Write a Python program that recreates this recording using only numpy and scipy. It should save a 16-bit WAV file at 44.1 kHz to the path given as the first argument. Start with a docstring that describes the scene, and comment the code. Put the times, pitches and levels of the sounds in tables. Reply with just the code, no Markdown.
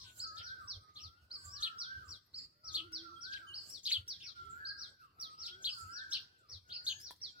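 """A soft outdoor rumble and far whoops open a rural dawn; a nearer bird soon scolds in harsh, trilled chirps.
Two small birds trade falling slurs and arched notes; thin buzzes and low coos come from the trees.
A few small dry clicks fall among them, some at the onset of the near bird's slurs, one with a hollow knock.
Notes are frequency-modulated tones with scattered echoes, buzzes and floor are filtered noise, and clicks are
noise bursts with decaying modes. A noise suppressor lowers the floor in the pauses."""
import sys
import numpy as np
from scipy import signal
from scipy.fft import rfft, irfft, next_fast_len
from scipy.io import wavfile
from scipy.ndimage import uniform_filter1d, map_coordinates

SR = 44100
rng = np.random.default_rng(int(sys.argv[2]) if len(sys.argv) > 2 else 0)


def generate_wav(sig):
    """Save sig (samples, or channels by samples) to the path in sys.argv[1] as 16-bit PCM at SR."""
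    pcm = np.round(np.clip(np.atleast_2d(sig).T, -1, 1) * 32767).astype(np.int16)
    wavfile.write(sys.argv[1], SR, pcm)


N = 326319
TIME = np.arange(N) / SR

# Contour of an arched note: time_s, pitch_hz, level_db (before each note's own ratios and level)
ARCH = [(0, 3770, -17.5), (.011, 4430, 6.5), (.019, 4820, -5), (.026, 5200, -1.5), (.038, 5030, 0),
        (.052, 4584, 4.5), (.062, 4160, -1), (.07, 4060, -60)]
# Where the slurring and arching birds sit: left_ear_lag_ms, left_over_right_db, near_echo_db
PERCHES = {"near": (0.26, -0.55, -1), "far": (0.041, 2.9, 3.03)}
# Spectral shape of hissing air: frequency_hz, relative_density_db
HISS = [(1200, -60), (3000, -28), (6000, -2.5), (7800, 6.5), (10000, -4), (12500, 1.5), (15500, -13)]


def amp(db):
    """Level definition: decibels to an amplitude ratio."""
    return 10 ** (np.asarray(db) / 20)


def unit(x):
    """Normalization: scale to rms 1."""
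    return x / np.sqrt(np.mean(x ** 2) + 1e-20)


def add(track, s, sound):
    """Superposition: mix a stereo sound into the track at time s."""
    start = round(s * SR)
    first, last = max(start, 0), min(start + sound.shape[1], N)
    if last > first:
        track[:, first:last] += sound[:, first - start:last - start]


def wobble(size, rate):
    """Band-limited fluctuation: a smooth random curve through rate knots a second."""
    knots = rng.standard_normal(int(size * rate / SR) + 4)
    return map_coordinates(knots, [np.arange(size) * rate / SR])


def filtered(x, response):
    """Linear filtering: multiply the spectrum of x by a response of frequency."""
    size = x.shape[-1]
    padded = next_fast_len(size + SR // 10)
    spectrum = rfft(x, padded) * response(np.fft.rfftfreq(padded, 1 / SR))
    return irfft(spectrum, padded)[..., :size]


def swell(s, rise, fall, hold=0):
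    """Exponential envelope: climbs to 1 at time s, holds and sinks; rise and fall each cover 20 dB."""
    before, after = (s - TIME) / rise, (TIME - s - hold) / fall
    return amp(-20 * np.maximum(0, np.maximum(before, after)))


def noise(spectrum, side_db, patchy_db):
    """Spectral shaping: coloured mid-side stereo noise of rms 1, patchy in time and frequency."""
    white = signal.stft(rng.standard_normal((2, N)), nperseg=512)[2]
    across_frequency = uniform_filter1d(rng.standard_normal(white.shape[1:]), size=5, axis=0)
    patches = unit(uniform_filter1d(across_frequency, size=12, axis=1))
    pair = signal.istft(white * amp(patchy_db * patches), nperseg=512)[1][:, :N]
    f, db = np.transpose(spectrum)
    mid, side = filtered(pair, lambda hz: amp(np.interp(np.log(hz + 1), np.log(f), db)))
    return unit(np.array([mid + amp(side_db) * side, mid - amp(side_db) * side]))


def whistle(shape, pitch, length, rough, flutter_hz, overtone_db, trill=False):
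    """Frequency modulation: a gliding tone with random flutter; a fast trill cuts it into strokes."""
    trill_hz, trill_pitch_share, trill_depth = 290, .025, .65
    s, hz, db = np.transpose(shape)
    s = np.sort(s - s[0]) * length
    t = np.arange(int(s[-1] * SR)) / SR
    stroke = 2 * np.pi * trill_hz * t + 1.4 * wobble(len(t), 207.8)
    glide = uniform_filter1d(np.interp(t, s, hz), size=200) * pitch
    glide = glide * (1 + trill_pitch_share * trill * np.sin(stroke))
    fluttering = glide * (1 + rough * wobble(len(t), flutter_hz))
    phase = 2 * np.pi * np.cumsum(fluttering) / SR  # phase is the integral of frequency
    tone = np.sin(phase) + amp(overtone_db) * (np.sin(2 * phase) + .5 * np.sin(3 * phase))
    loudness = amp(np.interp(t, s, db)) * (1 - trill_depth * trill * np.cos(stroke))
    return np.sqrt(2) * tone * loudness * signal.windows.tukey(len(t), .06)


def echo_tail(t, t60, hits):
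    """Reverberant decay: random reflections fall 60 dB in t60 seconds, after a soft onset."""
    onset = 1 - np.exp(-t / 0.00069)
    tail = hits * rng.standard_normal((2, len(t))) * amp(-60 * t / t60) * onset
    return unit(tail) / np.sqrt(len(t))  # total energy near 1 over both ears' mean


def outdoors(x, lag_ms, pan_db, near_db, near_t60, far_db, far_t60):
    """Interaural delay and scattering: the left ear lags, walls return single echoes, trees ring on."""
    wall_echoes_per_s = 500
    t = np.arange(SR * 3 // 4) / SR
    walls = rng.random((2, len(t))) < wall_echoes_per_s / SR
    tail = amp(near_db) * echo_tail(t, near_t60, walls) + amp(far_db) * echo_tail(t, far_t60, 1)
    echoes = signal.fftconvolve(x[None], tail, axes=1)
    # a linear phase is a delay; each ear takes half of the lag
    direct = filtered(x, lambda hz: np.exp(1j * np.pi * np.outer([-1, 1], hz) * lag_ms / 1000))
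    direct = np.pad(direct, ((0, 0), (0, len(t) - 1)))
    return (direct + echoes) * amp([[pan_db / 2], [-pan_db / 2]])


def background():
    """Broadband noise floor: a low rumble with soft bumps in it, soft air and a fine hiss."""
    # Spectral shapes of rumble, bumps and air: frequency_hz, relative_density_db
    rumble_spectrum = [(15, -61), (25, -34), (87, -4.5), (105, -7), (151, -13.5), (243, -20), (279, -18.5),
                       (373, -21.5), (400, -22.5), (520, -28), (880, -120)]
    bump_spectrum = [(20, -44), (45, -17.5), (65, -5), (90, 1.5), (115, -11), (160, -25), (300, -50.5)]
    air_spectrum = [(120, -3.5), (220, -2), (400, -1.5), (700, -2), (1400, -8.5), (2000, -4), (3200, -11.5),
                    (4600, -1), (6000, -16.5), (9000, -20), (12000, -18)]
    # Soft low bumps: start_s, hold_s, level_db (before the common bump gain)
    bump_times = [(0.02, 0.072, -60), (0.4, 0.11, -54), (0.621, 0.041, -55.5), (0.75, 0.068, -54.5),
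                  (1.039, 0.088, -55.5), (1.222, 0.03, -48), (1.469, 0.15, -56.5), (1.958, 0.23, -55.5),
                  (2.685, 0.21, -57), (3.328, 0.04, -58.5), (3.99, 0.062, -52.5), (4.398, 0.19, -59.5),
                  (5.82, 0.052, -54.5), (6.53, 0.15, -58)]
    rumble_db, air_db, hiss_db = -71, -72.5, -81
    bump_gain_db, bump_edge_s = -5, .035
    rumble = amp(rumble_db + 1.6 * wobble(N, 14)) * noise(rumble_spectrum, side_db=-16, patchy_db=1.0)
    bumping = sum(amp(db + bump_gain_db) * swell(s, bump_edge_s, bump_edge_s, hold=length)
                  for s, length, db in bump_times)
    bumps = bumping * noise(bump_spectrum, side_db=-19.5, patchy_db=3.0)
    air = amp(air_db) * noise(air_spectrum, side_db=-2.0, patchy_db=4.5)
    hiss = amp(hiss_db + 1.9 * wobble(N, 2.8)) * noise(HISS, side_db=0.0, patchy_db=11.0)
    return rumble + bumps + air + hiss


def far_whoops():
    """Pitch glide: distant callers hold a low tone, swoop up and fall; stress leans on crest or fall."""
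    # Contour of a whoop: time_from_crest_s, pitch_hz, level_db (before each call's ratios and stress)
    contour = [(-.36, 1400, -30.5), (-.31, 1330, -6.5), (-.21, 1265, -6.5), (-.14, 1360, -7.5),
               (-.07, 1480, -2), (0, 1574, 1.5), (.05, 1484, -6), (0.101, 1244, -6.5), (0.151, 1060, -19.5),
               (0.181, 1050, -37)]
    # Calls: crest_s, level_db, pitch_ratio, run_up_length_ratio, crest_stress_db, fall_stress_db
    calls = [(-.08, -66.5, 0.85, 1.1, -12, 7), (.41, -58, 1.14, 1.1, -15, -1), (.52, -48, 1, 0.92, -3.5, 1),
             (1.26, -55, .955, 1.42, -14, -2), (1.661, -60.5, 1.17, 0.88, -9, 1),
             (1.7, -55.5, 0.89, 0.8, 1, -7), (1.94, -49, 1.014, 1.05, -1.5, -0.5),
             (2.69, -72.5, 0.98, 1.08, -1, 12), (2.988, -53.5, 0.98, 1.11, -12.5, -2.5),
             (3.341, -49.5, 1.04, 0.96, 1, -1), (4.191, -63.5, 1.065, 0.92, -15.5, 6),
             (4.63, -57, 1.085, 0.77, -3, -13), (4.7, -47.5, 1.045, 1.04, -1.5, -10),
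             (4.94, -60.5, 1, 1, -4, 10.5), (5.622, -54.5, .985, 1.4, -9, -5),
             (6.02, -54.5, 1.127, 0.92, -3, -8), (6.039, -49, 1.015, 0.83, 0, -15.5),
             (6.349, -67, 1, 1, -1, 10.5), (6.98, -58.5, 1.1, 1.004, -9, -8),
             (7.68, -53, 1.084, 1.03, -14, 0)]
    out = np.zeros((2, N))
    when, hz, shape_db = np.transpose(contour)
    crest = np.clip((hz - np.median(hz)) / (hz.max() - np.median(hz)), 0, 1)
    fall = np.clip(2 * when / when[-1], 0, 1)
    for s, db, pitch, run_up, crest_db, fall_db in calls:
        times = np.where(when < 0, when * run_up, when)
        stressed_db = shape_db + crest_db * crest + fall_db * fall
        note = whistle(np.transpose([times, hz, stressed_db]), pitch, 1,
                       rough=.003, flutter_hz=90.8, overtone_db=-40)
        heard = outdoors(note, 0.36, -0.46, near_db=-4, near_t60=0.13, far_db=-5, far_t60=0.76)
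        add(out, s + times[0], amp(db) * heard)
    return out


def scolding_bird():
    """Fast modulation: trilled chirps with a thin lisp and a rasp of air; softer ones are farther and wetter."""
    # Contour of a chirp: time_s, pitch_hz, level_db (before each chirp's own ratios and level)
    chirp_contour = [(0, 3460, -12), (.005, 3660, -0.5), (.015, 4500, 3), (.027, 4220, 4),
                     (.032, 3460, -2.5), (.041, 3380, -2), (.056, 3240, -3), (.075, 2880, -5.5)]
    # Lisp leading into a chirp: time_from_chirp_s, pitch_hz, level_re_chirp_db (times before a 0.99 ratio)
    lisp_contour = [(-.025, 7580, -46), (-.018, 7270, -21), (-.004, 5880, -12), (.006, 5900, -42)]
    # Chirps: start_s, level_db, pitch_ratio, length_ratio, pitch_roughness_share
    chirps = [(-.02, -61, 1.12, 1.7, 0.127), (0.368, -52.5, 1.005, 0.68, 0.093),
              (0.955, -57.5, 0.96, 0.73, 0.049), (1.622, -38, .99, 0.81, 0.036),
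              (2.74, -38.5, 0.99, 0.91, 0.028), (3.319, -53, 1.066, 0.78, 0.11),
              (3.852, -39.5, 0.97, 0.93, 0.11), (3.912, -34, 1.01, 0.85, 0.011),
              (4.201, -60, 0.78, 0.84, 0.056), (5.453, -48.5, 1.106, 0.69, 0.092),
              (5.641, -38.5, .98, 0.83, 0.027), (6.121, -40.5, .93, .75, 0.019),
              (6.693, -58, 0.88, 1, 0.071), (6.863, -38.5, .99, 0.91, 0.028)]
    base_echo_db, close_db, wetter_per_db = -5, -38, .35
    rasp_db, rasp_crest_s = -16.5, 0.01
    rasp_rise_s, rasp_fall_s = 0.03, 0.061  # each over 20 dB
    out, rasp = np.zeros((2, N)), np.zeros(N)
    for s, db, pitch, length, rough in chirps:
        chirp = whistle(chirp_contour, pitch, length, rough, flutter_hz=1089.0, overtone_db=-33, trill=True)
        lisp = whistle(lisp_contour, 1, 0.99, rough=0.07, flutter_hz=2040, overtone_db=-38)
        echo_db = base_echo_db + wetter_per_db * (close_db - db)
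        for lead, note in ((chirp_contour[0][0], chirp), (lisp_contour[0][0], lisp)):
            heard = outdoors(note, .066, 2.2, near_db=echo_db, near_t60=0.13,
                             far_db=echo_db - 10, far_t60=0.33)
            add(out, s + lead, amp(db) * heard)
        rasp += amp(db + rasp_db) * swell(s + rasp_crest_s, rasp_rise_s, rasp_fall_s)
    return out + rasp * noise(HISS, side_db=-1, patchy_db=5.5)


def far_haze(count=40):
    """Diffuse field: a faint random haze of short arched tones, mostly heard as echo."""
    out = np.zeros((2, N))
    for when, size, height, length in rng.random((count, 4)):
        note = whistle(ARCH, .6 + .5 * height, 1.2 + length, rough=0.017, flutter_hz=191.0, overtone_db=-49)
        heard = outdoors(note, 0, 1, near_db=8, near_t60=.3, far_db=4, far_t60=.6)
        add(out, when * N / SR, amp(-88 + 6 * size) * heard)
    return out


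def thin_notes():
    """Tones and band noise: tiny birds give high, thin whistles and hissing buzzes that swell and fade."""
    # Contour of a thin note: time_s, pitch_hz, level_db (before each note's own ratios and level)
    contour = [(-.02, 7370, -7), (0, 7420, 9.5), (.025, 7400, -3), (.05, 7560, -3.5), (.08, 6800, -16)]
    # Thin notes: contour_zero_s, level_db, pitch_ratio, length_ratio, left_over_right_db
    notes = [(0.192, -62, 1, 0.45, -8), (0.274, -69.5, .85, 0.32, 9), (1.455, -62, 0.99, 0.54, -5),
             (2.059, -81, 1, .8, -13), (2.386, -74.5, .98, 1.2, -3.5), (3.852, -62, 0.68, 0.41, 8),
             (4.51, -78, 0.99, 0.94, -18), (5.811, -67, 1, 0.38, -12.5), (6.901, -60, 0.88, 1.47, 4)]
    # Buzzes: crest_s, level_db, rise_s, fall_s (rise and fall each over 20 dB)
    buzzes = [(.19, -52.5, 0.15, 0.07), (1.459, -56.5, 0.1, 0.094), (1.81, -65, 0.043, 0.037),
              (2.1, -61.5, 0.057, 0.068), (3.7, -55, 0.12, 0.11), (5.789, -56.5, 0.14, 0.16),
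              (6.39, -68, 0.013, 0.074)]
    # Spectral shape of a buzz: frequency_hz, relative_density_db
    buzz_spectrum = [(4500, -14), (6200, -5), (7600, 8.5), (8500, -0.5), (10000, -6), (12500, -10),
                     (15500, -10)]
    out = np.zeros((2, N))
    for s, db, pitch, length, pan_db in notes:
        note = whistle(contour, pitch, length, rough=0.04, flutter_hz=2205, overtone_db=-64)
        heard = outdoors(note, 0.029, pan_db, near_db=1, near_t60=0.14, far_db=-6, far_t60=.5)
        add(out, s + contour[0][0] * length, amp(db) * heard)
    buzzing = sum(amp(db) * swell(s, rise, fall) for s, db, rise, fall in buzzes)
    return out + buzzing * noise(buzz_spectrum, side_db=0, patchy_db=5.5) * amp([[-2.5], [1.5]])


def plain_notes(notes, rough, echo_db):
    """Near-steady tones: almost level notes from far off, all at 0.97 of table pitch and 0.87 of length."""
    out = np.zeros((2, N))
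    for s, length, hz, db, rise in notes:
        shape = [(0, hz, -14), (length / 4, hz, 0), (length * 3 / 4, hz * rise, 0), (length, hz * rise, -10)]
        note = whistle(shape, 0.97, 0.87, rough, flutter_hz=58.8, overtone_db=-46)
        heard = outdoors(note, 0.23, -2.4, near_db=echo_db, near_t60=0.66,
                         far_db=echo_db + 2, far_t60=0.38)
        add(out, s, amp(db) * heard)
    return out


def low_coos():
    """Low-frequency tones: soft, almost level coos."""
    # Coos, pitch and length before the plain-note ratios: start_s, length_s, pitch_hz, level_db, rise_ratio
    coos = [(.15, 0.284, 594, -80.5, 1.02), (2.525, 0.18, 603, -79, 1.05), (2.707, 0.54, 339.6, -63, 1),
            (3.302, .47, 339.8, -79, 1.07), (4.4, 0.112, 382.2, -71, 1.1), (5.48, 0.19, 374.6, -70, 1.04)]
    return plain_notes(coos, rough=0.033, echo_db=-10)


def arching_bird():
    """Pitch contour: a clear note rises and sinks, about once a second, from the near perch."""
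    # Arched notes: start_s, level_db, pitch_ratio
    notes = [(0.193, -45.5, 1.01), (1.305, -49, 1.01), (2.336, -48.5, 1.012), (3.534, -47.5, 1.012),
             (4.646, -47.5, .99), (5.68, -48, 1.02), (6.716, -47, 0.99)]
    out = np.zeros((2, N))
    lag_ms, pan_db, echo_db = PERCHES["near"]
    for s, db, pitch in notes:
        note = whistle(ARCH, pitch, 0.97, rough=0.0053, flutter_hz=492.0, overtone_db=-46)
        heard = outdoors(note, lag_ms, pan_db, near_db=echo_db, near_t60=0.32, far_db=-10, far_t60=0.99)
        add(out, s, amp(db) * heard)
    return out


def slurring_birds():
    """Downward glide: two birds trade notes that slide up to a crest, then fall almost an octave."""
    # Contour of a slur: time_s, pitch_hz, level_db (before each note's own level)
    contour = [(-.007, 5711, -6.5), (.002, 5744, -6.5), (.012, 5000, -4.5), (.024, 4390, -3),
               (.04, 3817, -11), (.059, 3300, -18), (.08, 3160, -27.5)]
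    # Slurs: contour_zero_s, level_db, upward_lead_in_s, perch
    notes = [(0.445, -50, .024, "far"), (0.691, -40.5, .011, "near"), (1.022, -50.5, .031, "far"),
             (1.547, -48, .058, "far"), (1.796, -39, .008, "near"), (2.102, -48, .017, "far"),
             (2.662, -46.5, .02, "far"), (2.938, -39, .006, "near"), (3.223, -46.5, .013, "far"),
             (3.727, -47.5, .041, "far"), (4.089, -39.5, .006, "near"), (4.25, -47, .021, "far"),
             (4.803, -45.5, .03, "far"), (5.207, -41, .004, "near"), (5.408, -45.5, .025, "far"),
             (5.951, -46.5, .04, "far"), (6.124, -36.5, 0.0072, "near"), (6.507, -48, .017, "far"),
             (7.048, -49, .058, "far"), (7.225, -40, .005, "near")]
    out = np.zeros((2, N))
    for s, db, lead, perch in notes:
        lag_ms, pan_db, echo_db = PERCHES[perch]
        onset = contour[0][0] - abs(lead)
        note = whistle([(onset, 4700, -18)] + contour, 1, 1, rough=0.005, flutter_hz=496.5, overtone_db=-42)
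        heard = outdoors(note, lag_ms, pan_db, near_db=echo_db, near_t60=0.2,
                         far_db=echo_db - 7, far_t60=0.64)
        add(out, s + onset, amp(db) * heard)
    return out


def dry_clicks():
    """Impulsive noise and modal decay: small dry ticks, one with a clear hollow knock."""
    # Clicks, some at the onset of the near bird's slurs: start_s, tick_db, hollow_knock_db
    clicks = [(2.921, -51.5, -92), (3.701, -43, -90), (4.079, -44.5, -90), (5.211, -44, -78),
              (7.001, -48, -102), (7.014, -45.5, -100), (7.108, -42.5, -46.5), (7.163, -52.5, -94)]
    # Modes of the hollow knock: frequency_hz, level_db, t60_s
    modes = [(983, 0.5, 0.032), (1380, -5, 0.012), (1760, -6.5, 0.02)]
    out, t = np.zeros((2, N)), np.arange(SR // 10) / SR
    for s, tick_db, knock_db in clicks:
        bright_noise = np.diff(rng.standard_normal(len(t) + 1)) / 2  # differencing favours the treble
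        tick = bright_noise * amp(-60 * t / 0.035)
        knock = sum(amp(db - 60 * t / t60) * np.sin(2 * np.pi * hz * t) for hz, db, t60 in modes)
        click = amp(tick_db) * tick + amp(knock_db) * knock
        add(out, s, outdoors(click, 0.029, 1.1, near_db=-4, near_t60=0.17, far_db=-23, far_t60=0.1))
    return out


def level_peeps():
    """Near-steady tones: short, almost level peeps."""
    # Peeps, pitch and length before the plain-note ratios: start_s, length_s, pitch_hz, level_db, rise_ratio
    peeps = [(3.155, 0.04, 3367, -60, 1.03), (3.468, 0.094, 3120, -52.5, 0.99),
             (4.41, 0.106, 3460, -73, .97), (5.52, 0.042, 3323, -55, 1.02)]
    return plain_notes(peeps, rough=0.024, echo_db=-11)


def scene():
    """Superposition: near and far notes, the haze, the clicks and the floor."""
    near = scolding_bird() + thin_notes() + arching_bird() + slurring_birds()
    far = far_whoops() + far_haze() + low_coos() + level_peeps()
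    return background() + near + far + dry_clicks()


def record(dry):
    """Downward expansion: a noise suppressor turns all down when the birds pause; a band limit cuts the top."""
    threshold_db, cut_db_per_db, deepest_cut_db, averaging_s = -55.5, 1.24, 7.5, 0.027
    top_hz = 15850
    birds = filtered(dry, lambda hz: hz > 1000)
    power = uniform_filter1d(np.mean(birds ** 2, axis=0), size=max(1, int(averaging_s * SR)))
    under_db = threshold_db - 10 * np.log10(np.abs(power) + 1e-20)
    gain = amp(-np.clip(cut_db_per_db * under_db, 0, deepest_cut_db))
    return filtered(dry * gain, lambda hz: hz < top_hz)


dry = scene()
out = record(dry)
generate_wav(out)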